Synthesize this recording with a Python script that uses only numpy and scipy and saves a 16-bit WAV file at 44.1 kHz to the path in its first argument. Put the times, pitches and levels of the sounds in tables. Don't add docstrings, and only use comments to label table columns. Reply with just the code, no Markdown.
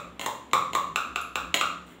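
import sys
import numpy as np
from scipy import signal
from scipy.fft import rfft, irfft
from scipy.io import wavfile

SR = 44100
rng = np.random.default_rng(int(sys.argv[2]) if len(sys.argv) > 2 else 0)


def dump_mix(stems):
    frames = np.atleast_2d(stems).T
    limited = np.clip(frames, -1, 1)
    pcm = np.round(limited * 32767).astype(np.int16)
    wavfile.write(sys.argv[1], SR, pcm)


N = 88200
LEAD_S, RING_S = .1, .12

# f/Hz, level/dB, t60/s
SPOON_MODES = [(2116, -4, 0.02), (2796, -1.5, 0.053), (3228, -8, .014), (3780, -11.5, 0.012),
               (4116, -14, 0.011), (6884, -10, 0.0077)]


def knocks():
    # t/s, level/dB, hollow f/Hz, hollow/dB, hollow t60/s, overtones/dB, thud f/Hz, thud/dB, crack/dB
    blows = [(-.045, -10.5, 1242, -3, 0.0098, 0, 587, 6, 3),
             (0.2616, -8, 964, -0.5, 0.018, -3, 570, 4.5, 9.5),
             (0.5331, 2.5, 1135, 0, 0.011, -2.5, 529, 0, 1.5),
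             (0.751, -3, 1086, 0, 0.02, -3.5, 568, -0.5, 4),
             (.9590, -1.5, 1302, -1.5, 0.0091, 2, 653, -14.5, 1.5),
             (1.1592, -5.5, 1299, -2, 0.012, 3.5, 703, -2.5, 0),
             (1.3562, -4, 1306, 0, 0.0054, 1, 540, -4, 1.5),
             (1.6114, -1, 1274, -1.5, .013, 0, 600, -6, -0.5)]
    # f/hollow pitch, level/dB
    hollow_modes = [(0.961, -1.5), (1.09, -2.5)]
    # f/hollow pitch, level/dB, t60/s
    overtones = [(1.87, -8, 0.0098), (2.09, -6, .01)]
    # f/thud pitch, level/dB, t60/s
    flex_modes = [(.58, -17, 0.016), (1, -14.5, 0.053)]
    # f/Hz, level/dB, t60/s
    wall_modes = [(3552, -14, 0.0082), (3905, -13.5, 0.0096), (7530, -20, 0.015), (7790, -27, 0.013)]
    hollow, walls = track(), track()
    for at, db, hz, hollow_db, t60, overtone_db, thud_hz, thud_db, crack_db in blows:
        force = amp(db + 6)
        damped_modes = [(ratio, mode_db, t60) for ratio, mode_db in hollow_modes]
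        add(hollow, at, force * amp(hollow_db) * ring(damped_modes, hz))
        thud = amp(thud_db) * ring(flex_modes, thud_hz)
        body = amp(overtone_db) * ring(overtones, hz) + thud + ring(wall_modes)
        add(walls, at, force * (body + amp(crack_db) * crack()))
    return hollow, walls


def clacks(gain_db=7):
    # t/s, level/dB, spoon/dB, rim/dB, crack/dB
    hits = [(.1950, -16.5, 0, 7, 5.5), (0.213, -15, -1.5, -4.5, 4.5), (0.513, -33, 1, 5, -3),
            (0.733, -14.5, -1, 7, 5), (1.5421, -0.5, 0.5, -2.5, -4), (1.5452, 0, -7, -10.5, 3.5),
            (1.555, -11.5, -8, -6, 7)]
    # f/Hz, level/dB, t60/s
    rim_modes = [(287, -15, 0.03), (583, -12.5, 0.018), (763, -12, 0.0047), (1015, -14.5, 0.075),
                 (1490, -35, 0.06)]
    # t/s, level/dB
    ticks = [(1.2150, -27.5)]
    # f/Hz, level/dB, t60/s
    tick_modes = [(12100, -12, 0.013), (11100, -4.5, 0.0053), (7040, -4, 0.0058)]
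    out = track()
    for at, db, spoon_db, rim_db, crack_db in hits:
        ringing = amp(spoon_db) * ring(SPOON_MODES) + amp(rim_db) * ring(rim_modes)
        add(out, at, amp(gain_db + db) * (ringing + amp(crack_db) * crack()))
    for at, db in ticks:
        add(out, at, amp(gain_db + db) * ring(tick_modes))
    return out


def crack():
    # f/Hz, density/dB
    colour = [(100, -73), (400, 10), (1500, 6), (3800, 0.5), (5000, -8.5), (7400, 6.5), (9500, -7),
              (13000, -9.5), (15300, -4.5)]
    t = np.arange(int(RING_S * SR)) / SR
    grit = noise(colour, len(t)) * fade(t, t60=0.012) * rise(t, build_s=0.00057)
    contact = unit(grit) + amp(5) * unit(click(colour, len(t)))
    return amp(-20) * highpass(contact, hz=250)


def scrapes(slips_per_s=1900, hiss_db=3.5):
    # t/s, length/s, level/dB
    drags = [(0.199, 0.054, -44), (1.846, 0.11, -60.5)]
    out = track()
    for at, length, db in drags:
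        size = int(length * SR)
        slips = (rng.random(N) < slips_per_s / SR) * rng.standard_normal(N)
        stroke = slips[:size] * signal.windows.tukey(size, .5)
        slip_sound = unit(ring(SPOON_MODES)) + amp(hiss_db) * unit(crack())
        rub = signal.fftconvolve(stroke, slip_sound)
        add(out, at, amp(db) * np.sqrt(size) * unit(rub))
    return out


def kitchen(x, room_db=2.5, build_s=0.00033):
    # f/Hz, t60/s
    decay = [(150, 0.93), (400, 0.47), (1200, 0.4739), (3000, 0.47), (7500, 0.49), (15000, 0.33)]
    # f/Hz, level/dB
    colour = [(100, 12.5), (300, -6), (550, -1), (800, 1.5), (1200, 1.5), (2500, -4), (5000, 0), (8000, -4),
              (15000, -0.5)]
    # delay/s, gain
    echoes = [(.0009, 0.15), (.0026, 0.23), (.0075, .12)]
    t = np.arange(SR) / SR
    hz = np.linspace(0, SR / 2, SR // 2 + 1)
    spectrum = rfft(rng.standard_normal(SR))
    edges_hz = np.geomspace(100, 17000, 37)
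    response = np.zeros(SR)
    for lo, hi in zip(edges_hz[:-1], edges_hz[1:]):
        centre = np.sqrt(lo * hi)
        band = irfft(spectrum * ((hz >= lo) & (hz < hi)), SR)
        tail = unit(band * fade(t, lookup(decay, centre)) * rise(t, build_s))
        response += amp(room_db + lookup(colour, centre)) * np.sqrt(2 * (hi - lo) / SR) * tail
    scatter = rng.standard_normal(SR) * fade(t, t60=0.068)
    response += 0.47 * unit(highpass(scatter, hz=2860))
    response[0] += 1
    for delay, gain in echoes:
        response[int(delay * SR)] += gain
    return signal.fftconvolve(x, response)[int(LEAD_S * SR):][:N]


def room_tone():
    # f/Hz, density/dB
    colour = [(25, -24), (45, -34), (66, 4), (97, -11.5), (122, -0.5), (148, -18.5), (250, 8), (500, -4),
              (1200, -9), (3500, -16), (5000, -32.5), (7500, -33), (10000, -36), (15500, -37)]
    # f/Hz, trim/dB, phase wander/rad
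    hums = [(66, -1, 1), (176.2, -1.5, 0.86)]
    # t/s, deep hum/dB, upper hum/dB
    hum_levels = [(0, -67, -65), (.07, -57.5, -49), (.3, -65, -74), (.48, -68, -69), (.54, -67, -54.5),
                  (.94, -55.5, -49), (1.05, -63, -62), (1.118, -51, -54.5), (1.28, -63, -62),
                  (1.39, -53, -59.5), (1.5, -47, -47), (1.58, -65, -60.5), (1.65, -54, -54),
                  (1.72, -66, -52.5), (1.8, -62.5, -50.5), (2, -61, -60.5)]
    t = np.arange(N) / SR
    at, *swells = np.array(hum_levels).T
    out = amp(-51) * noise(colour, N)
    for (hz, db, wander), swell in zip(hums, swells):
        waver = noise([(8, 0), (30, -40), (100, -120)], N)
        rms = amp(db + np.interp(t, at, swell))
        out += rms * np.sqrt(2) * np.sin(2 * np.pi * hz * t + wander * waver)
    return out


def ring(modes, pitch=1):
    t = np.arange(int(RING_S * SR)) / SR
    out = np.zeros(len(t))
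    for k, (f, db, t60) in enumerate(modes):
        mode = np.sin(2 * np.pi * f * pitch * t) * fade(t, t60)
        out += (-1) ** k * amp(db) * unit(highpass(mode, hz=0.48 * f * pitch))
    return out


def click(colour, size):
    hz = np.linspace(0, SR / 2, size // 2 + 1)
    cepstrum = irfft(np.log(amp(lookup(colour, hz))), size)
    cepstrum[1:size // 2] *= 2
    cepstrum[size // 2 + 1:] = 0
    return irfft(np.exp(rfft(cepstrum)), size)


def noise(colour, size):
    hz = np.linspace(0, SR / 2, size // 2 + 1)
    x = irfft(rfft(rng.standard_normal(size)) * amp(lookup(colour, hz)), size)
    return x / x.std()


def lookup(points, hz):
    f, values = np.array(points, float).T
    return np.interp(np.log(np.maximum(hz, 1)), np.log(f), values)


def highpass(x, hz):
    return signal.sosfilt(signal.butter(2, min(hz, .45 * SR), "high", fs=SR, output="sos"), x)


def rise(t, build_s):
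    return 1 - np.exp(-t / build_s)


def fade(t, t60):
    return np.exp(-np.log(1000) * t / np.maximum(t60, 1e-4))


def amp(db):
    return 10 ** (np.asarray(db) / 20)


def unit(x):
    return x / np.sqrt(np.sum(x ** 2) + 1e-18)


def track():
    return np.zeros(N + int(LEAD_S * SR))


def add(out, at_s, x):
    i = max(int((at_s + LEAD_S) * SR), 0)
    out[i:i + len(x)] += x[:max(len(out) - i, 0)]


def scene():
    hollow, walls = knocks()
    cup = kitchen(hollow, room_db=5.5, build_s=0.0051) + kitchen(walls)
    spoon = kitchen(clacks() + scrapes())
    return (cup + spoon + room_tone())[None]


def record(dry, top_hz=15700):
    return signal.sosfilt(signal.ellip(10, .2, 70, top_hz, fs=SR, output="sos"), dry)


dry = scene()
out = record(dry)
dump_mix(out)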